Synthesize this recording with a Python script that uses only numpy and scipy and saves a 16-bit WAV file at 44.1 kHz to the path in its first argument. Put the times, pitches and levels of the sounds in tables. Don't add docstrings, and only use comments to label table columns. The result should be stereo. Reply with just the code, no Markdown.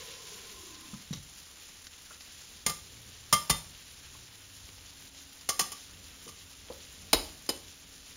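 import sys
import numpy as np
from scipy import signal
from scipy.fft import rfft, irfft, next_fast_len
from scipy.io import wavfile

SR = 44100
rng = np.random.default_rng(int(sys.argv[2]) if len(sys.argv) > 2 else 0)


def invert_db(level):
    return 10 ** (np.asarray(level, dtype=float) / 20)


def pcm_store(signal):
    levels = np.round(np.clip(np.atleast_2d(signal), -1, 1) * 32767)
    wavfile.write(sys.argv[1], SR, levels.astype(np.int16).T)


N = 359856


def rms_one(x):
    return x / np.sqrt(np.mean(x ** 2) + 1e-20)


def in_time(rows):
    s, *columns = np.transpose(rows)
    return [np.interp(np.arange(N) / SR, s, column) for column in columns]


def at_hz(points, hz):
    points = np.array(points, float)
    return np.interp(np.log(hz + 1), np.log(points[:, 0] + 1), points[:, 1])


def coloured(x, spectrum):
    size = next_fast_len(N)
    hz = np.arange(size // 2 + 1) * SR / size
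    return rms_one(irfft(rfft(x, size) * invert_db(at_hz(spectrum, hz)), size)[:N])


def drift(rate_hz):
    r = np.exp(-80 * np.pi * rate_hz / SR)
    slow = signal.lfilter([1], [1, -2 * r, r * r], rng.standard_normal(N // 40 + 2002))[2000:]
    return np.interp(np.arange(N) / 40, np.arange(len(slow)), rms_one(slow))


def ring(clicks, hz, t60_s):
    r, w = invert_db(-60 / (t60_s * SR)), 2 * np.pi * hz / SR
    return signal.lfilter([0, np.sin(w)], [1, -2 * r * np.cos(w), r * r], clicks + 1e-18)


def add(out, s, sound):
    i = round(s * SR)
    out[i:i + len(sound)] += sound[:len(out) - i]


def opening():
    lid_down_s, closing_bend = 1.15, 1.4
    return 1 - np.minimum(np.arange(N) / SR / lid_down_s, 1) ** closing_bend


def vigour_db():
    flare_db, flare_s, settle_db, settle_s = 3.5, 0.064, 1.5, 1
    t = np.arange(N) / SR
    return flare_db * np.exp(-t / flare_s) + settle_db * np.exp(-t / settle_s)


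def sizzle():
    # pitch_hz [Hz], density_db [dB per Hz]
    sizzle_colour = [(200, -4), (600, -11.5), (1500, -5), (2300, -2.5), (3000, 1.5), (3900, 2), (4700, 0.5),
                     (6300, 3), (8200, 5), (10100, 1), (11000, -6.5), (13000, -9), (15700, -3),
                     (16300, -26)]
    shut_lid_db, open_mouth_extra_db = -50.5, 3
    sizes = invert_db(3.0 * np.minimum(rng.exponential(1, N), 4)) * rng.choice([-1, 1], N)
    born = rng.random(N) < 6000 * invert_db(3.0 * drift(40)) / SR
    pitches = np.geomspace(600, 16000, 18)
    dealt = rng.integers(0, 18, N)
    hiss = invert_db(-18.5) * rng.standard_normal((2, N))
    out = 0
    for k, hz in enumerate(pitches):
        bursts = ring(sizes * born * (dealt == k) + hiss[k % 2], hz, 5.0 / hz)
        out = out + rms_one(bursts) * np.sqrt(hz) * invert_db(2.4 * drift(12))
    level_db = shut_lid_db + open_mouth_extra_db * opening() + vigour_db() + .5 * drift(10)
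    return coloured(out, sizzle_colour) * invert_db(level_db)


def pot_air():
    open_mouth_hz, mouth_db = 485, -60
    crosswise_hz, crosswise_db = 1035, -4
    t = np.arange(N) / SR
    hz = open_mouth_hz * np.sqrt(opening())
    level_db = mouth_db + vigour_db() + np.interp(t, (.95, 1.15), [0, -40])
    slow = signal.sosfilt(signal.butter(2, 40, fs=SR, output="sos"), rng.standard_normal((4, N)))
    mouth_turn = 2 * np.pi * np.cumsum(hz) / SR
    cross_turn = 2 * np.pi * crosswise_hz * t
    mouth = rms_one(slow[0] * np.cos(mouth_turn) + slow[1] * np.sin(mouth_turn))
    across = rms_one(slow[2] * np.cos(cross_turn) + slow[3] * np.sin(cross_turn))
    return invert_db(level_db) * (mouth + invert_db(crosswise_db) * across)


def spits():
    # start_s [s], level_db [dB], pitch_hz [Hz]
    spit_rows = [(1.47, -47, 2250), (1.4887, -45, 5880), (1.8695, -32, 5500), (2.208, -37, 4150),
                 (4.191, -46, 3010), (4.6896, -38.5, 2590), (4.782, -39, 5190), (5.1474, -38, 6000),
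                 (5.41, -36.5, 5860), (5.829, -43, 5900), (6.685, -38, 3240), (6.7238, -36, 4270),
                 (6.8042, -41, 3850)]
    out, t = np.zeros(N), np.arange(2000) / SR
    noise = rng.standard_normal((len(spit_rows), len(t)))
    for (s, db, hz), puff in zip(spit_rows, noise):
        pop = ring((t == 0) * 1., hz, 6.0 / hz)
        fizz = rms_one(ring(puff, hz, 5.0 / hz)) * invert_db(-60 * t / .025)
        add(out, s, invert_db(db) * (pop + 0.41 * fizz))
    return out


def tinted(noise):
    crowd = sum(ring(noise, hz, .045) for hz in rng.uniform(600, 16000, 100))
    return rms_one(noise) + rms_one(crowd)


def struck(blows, modes, pot_modes, colour, t60_s, treble_speed, thud_roughness):
    crack_db, crack_t60_s = -2.5, 0.014
    ring_chatter = .25
    noises, rings = np.zeros((2, N))
    t = np.arange(SR // 2) / SR
    uneven = rng.standard_normal(N) * invert_db(2.2 * drift(120))
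    rattle = coloured(tinted(uneven), colour)
    dull = signal.sosfilt(signal.butter(2, 11000, fs=SR, output="sos"), rattle)
    bright = rattle - dull
    spread_db = rng.normal(0, 1.8, (len(blows), len(modes) + len(pot_modes)))
    loose = drift(90)
    click = (t == 0) * 1.
    rise, thud_rise = 1 - np.exp(-t / 0.002), 1 - np.exp(-t / 0.004)
    fall_db = -60 * t / t60_s
    crack = invert_db(crack_db - 60 * t / crack_t60_s)
    low_fall = invert_db(fall_db) + crack
    high_fall = invert_db(treble_speed * fall_db) + crack
    for (s, rattle_db, ring_db, thud_db, spot), chance_db in zip(blows, spread_db):
        i = round(s * SR)
        span = slice(i, i + len(t))
        add(noises, s, invert_db(rattle_db) * rise * (dull[span] * low_fall + bright[span] * high_fall))
        tones = 0
        for (hz, *spot_db, mode_t60_s), chance in zip(modes, chance_db):
            db = spot_db[min(round(spot), len(spot_db) - 1)]
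            tones = tones + invert_db(db + chance) * ring(click, hz, mode_t60_s)
        add(rings, s, invert_db(ring_db) * rise * tones * (1 + ring_chatter * loose[span]))
        thud = 0
        for (hz, db, mode_t60_s), chance in zip(pot_modes, chance_db[::-1]):
            thud = thud + invert_db(db + chance) * ring(click, hz, mode_t60_s)
        add(noises, s, invert_db(thud_db) * thud_rise * thud * (1 + thud_roughness * loose[span]))
    return np.array([noises, rings])


def lid():
    # start_s [s], rattle_db [dB], ring_db [dB], thud_db [dB], spot [0-2]
    lid_blows = [(1.128, -42, -54.5, -34, 1), (2.663, -14, -29.5, -31, 0), (2.694, -25, -47, -38.5, 0),
                 (3.3265, -7.5, -18.5, -28, 0), (3.496, -16, -54, -49, 1), (3.4995, -16, -28, -23.5, 1),
                 (5.489, -14.5, -30, -49, 2), (5.593, -15, -26, -33, 2), (5.611, -26, -40, -53, 2),
                 (5.718, -29, -43.5, -56, 2), (6.277, -57, -43, -48, 2), (6.287, -36, -72, -44, 2)]
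    # pitch_hz [Hz], level_db when struck at spot 0, 1, 2 [dB], t60_s [s]
    lid_modes = [(1085, -8, -8, -5, .05), (1265, -9, -10, -10, .05), (1136, -11, -8, -5, .16),
                 (1195, 0, -4, -6, .24), (2024, -24, -4, -26, .2), (2094, -8, -18, -24, .2),
                 (2775, -22, -10, -22, .18), (3020, -22, -9, -9, .16), (3192, -8, -11, -18, .2),
                 (3440, -24, -20, -9, .1), (3596, -26, -4, -24, .26), (4770, -12, -16, -14, .14),
                 (4960, -18, -16, -6, .12), (5200, -12, -14, -12, .1), (5604, -15, -16, -10, .16),
                 (5792, -15, -16, -12, .14), (6280, -10, -7, -3, .12), (6950, -11, -9, -8, .13),
                 (7693, -18, -18, -18, .13), (8300, -8, -18, -18, .07), (8890, -5, -11, -6, .12),
                 (9235, -3, -6, -4, .14), (9685, -7, -12, -10, .13), (10890, -14, -18, -14, .1)]
    # pitch_hz [Hz], level_db [dB], t60_s [s]
    pot_top = [(87, -8.5, 0.12), (163.4, -1, 0.11), (200.4, -10.5, 0.19), (482, -4, 0.033),
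               (677, -11.5, 0.037)]
    # pitch_hz [Hz], density_db [dB per Hz]
    lid_rattle = [(150, -27), (500, -15), (1700, -18), (3000, -15.5), (4300, -10), (5200, -10), (6400, -5),
                  (7300, -8), (8000, -7), (8700, 3), (9200, -2), (10300, -13), (11500, -17.5), (16000, -10)]
    return struck(lid_blows, lid_modes, pot_top, lid_rattle,
                  t60_s=0.074, treble_speed=1.08, thud_roughness=0.6)


def lever():
    # start_s [s], rattle_db [dB], ring_db [dB], thud_db [dB], spot [0-1]
    lever_snaps = [(7.130, -7.5, -23.5, -28, 0), (7.490, -22, -20, -26.5, 1)]
    # pitch_hz [Hz], level_db when struck at spot 0, 1 [dB], t60_s [s]
    lever_modes = [(1017, -8, -20, .15), (2660, -10, -22, .15), (2990, -8, -17, .18), (3854, -3, -20, .17),
                   (4200, -4, -20, .1), (4950, -8, 1, .05), (5230, -2, -8, .06), (6185, -10, -17, .1),
                   (6944, -12, -16, .1), (8737, -3, -3, .05), (9356, -10, -12, .08), (9841, -8, -16, .1)]
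    # pitch_hz [Hz], level_db [dB], t60_s [s]
    pot_side = [(304, 1, 0.059), (364, 2.5, 0.081), (485, -16, 0.045), (667, -9, 0.12)]
    # pitch_hz [Hz], density_db [dB per Hz]
    lever_rattle = [(70, -34), (200, -15), (400, -5), (1000, -7), (2700, -9.5), (4700, -5.5), (6200, -7),
                    (7400, -7), (8400, -3), (9300, -2), (10500, -10), (16000, -11)]
    return struck(lever_snaps, lever_modes, pot_side, lever_rattle,
                  t60_s=0.056, treble_speed=0.96, thud_roughness=1.0)


def knocks():
    # start_s [s], level_db [dB], centre pitch_hz [Hz]
    knock_rows = [(.933, -41, 207), (0.936, -54.5, 1260), (1.108, -34.5, 177), (1.129, -40.5, 3835),
                  (1.133, -39.5, 5920), (1.171, -46, 113), (2.107, -50.5, 1380), (2.68, -57, 60),
                  (3.512, -37.5, 58.7), (4.15, -55.5, 1076), (5.619, -53, 60), (6.266, -51.5, 461),
                  (6.701, -42, 504), (6.704, -51, 975), (7.148, -33, 54.3)]
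    cycles = 3.5
    out, t = np.zeros(N), np.arange(SR // 2) / SR
    noise = rng.standard_normal((len(knock_rows), len(t)))
    for (s, db, hz), puff in zip(knock_rows, noise):
        fall = invert_db(-60 * t / (0.18 * (100 / hz) ** 0.22))
        twice_rung = ring(ring(puff, hz, cycles / hz), hz, cycles / hz)
        body = rms_one(twice_rung) * (1 - np.exp(-t * hz))
        push = 1.93 * np.sin(2 * np.pi * hz * t) * fall
        add(out, s, invert_db(db) * (body + push) * fall)
    return out


def room(x):
    t60_s = 0.42
    t = np.arange(SR // 2) / SR
    tail = rng.standard_normal(len(t)) * invert_db(-60 * t / t60_s) * (1 - np.exp(-t / .01))
    tail = signal.sosfilt(signal.butter(1, 15000, fs=SR, output="sos"), tail)
    return signal.fftconvolve(x, tail / np.sqrt(np.sum(tail ** 2)))[:N]


def rumble():
    # start_s [s], level_db [dB]
    rumble_level = [(0.0, -64), (1.0, -62.5), (2.2, -66), (3.0, -58), (4.2, -60), (5.0, -61.5), (6.4, -62),
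                    (7.3, -56), (8.16, -61.5)]
    # pitch_hz [Hz], density_db [dB per Hz]
    rumble_colour = [(12, -45), (20, -29), (43, 0), (91, 3.5), (106, -18.5), (125, -7.5), (268, -13),
                     (300, -13.5), (330, -18), (447, -15.5), (900, -30.5), (1980, -46)]
    level_db = in_time(rumble_level)[0] + 1.5 * drift(5) + 1.5 * drift(1.5)
    return coloured(rng.standard_normal(N), rumble_colour) * invert_db(level_db)


def unsteady_tone(hz, level_db):
    turn = 2 * np.pi * np.cumsum(hz + 1.2 * drift(4)) / SR
    return np.sqrt(2) * invert_db(level_db + 1.5 * drift(6)) * np.sin(turn)


def hum():
    level_db = -70 + np.interp(np.arange(N) / SR, (3.8, 4.8), [-20, 0])
    return unsteady_tone(274, level_db)


def drone():
    # start_s [s], pitch_hz [Hz], level_db [dB]
    drone_path = [(2.8, 105, -91), (2.95, 111.8, -60), (3.3, 116.5, -64.5), (3.5, 125, -81),
                  (3.8, 128.5, -77), (4.05, 134.3, -64), (4.25, 114.3, -64.5), (4.4, 99.4, -64),
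                  (4.901, 97.3, -65), (5.1, 99, -85)]
    hz, level_db = in_time(drone_path)
    return unsteady_tone(hz, level_db)


def scene():
    metal = lid() + lever()
    no_deep_bass = signal.butter(2, 40, "high", fs=SR, output="sos")
    noises, rings = signal.sosfilt(no_deep_bass, metal + knocks() * [[1], [0]])
    walls = invert_db(-12) * room(noises + .35 * rings)
    here = sizzle() + pot_air() + spits() + noises + rings + walls + rumble() + hum() + drone()
    return np.array([here, here])


def band_limit(x):
    return signal.sosfilt(signal.butter(12, 16800, fs=SR, output="sos"), x)


def record(dry):
    # pitch_hz [Hz], lead of the left [radians]
    port_phase = [(6720, 0), (7320, 1.2), (7700, 3.1), (8750, 3.15), (9300, 1.4), (10200, .75), (10550, 0),
                  (13100, 0), (14500, -1.5), (15600, -2.0), (16000, -2.9)]
    # pitch_hz [Hz], level_db against the middle [dB]
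    scatter_level = [(40, -26), (100, -19), (200, -15), (450, -9), (740, -6), (1200, -11), (1700, -30),
                     (3300, -22), (5000, -32), (16000, -30)]
    # pitch_hz [Hz], level_db [dB]
    top_cut = [(15800, 0), (16100, -24), (16800, -41)]
    size = next_fast_len(N + SR // 4)
    hz = np.arange(size // 2 + 1) * SR / size
    t = np.arange(SR // 8) / SR
    echoes = rng.standard_normal(len(t)) * invert_db(-60 * t / .12)
    scatter = rfft(echoes / np.sqrt(np.sum(echoes ** 2)), size) * invert_db(at_hz(scatter_level, hz))
    half_turn = np.exp(.5j * at_hz(port_phase, hz))
    ports = np.array([half_turn + scatter, np.conj(half_turn) - scatter]) * invert_db(at_hz(top_cut, hz))
    mix = irfft(rfft(dry, size) * ports, size)[:, :N]
    return band_limit(mix)


dry = scene()
out = record(dry)
pcm_store(out)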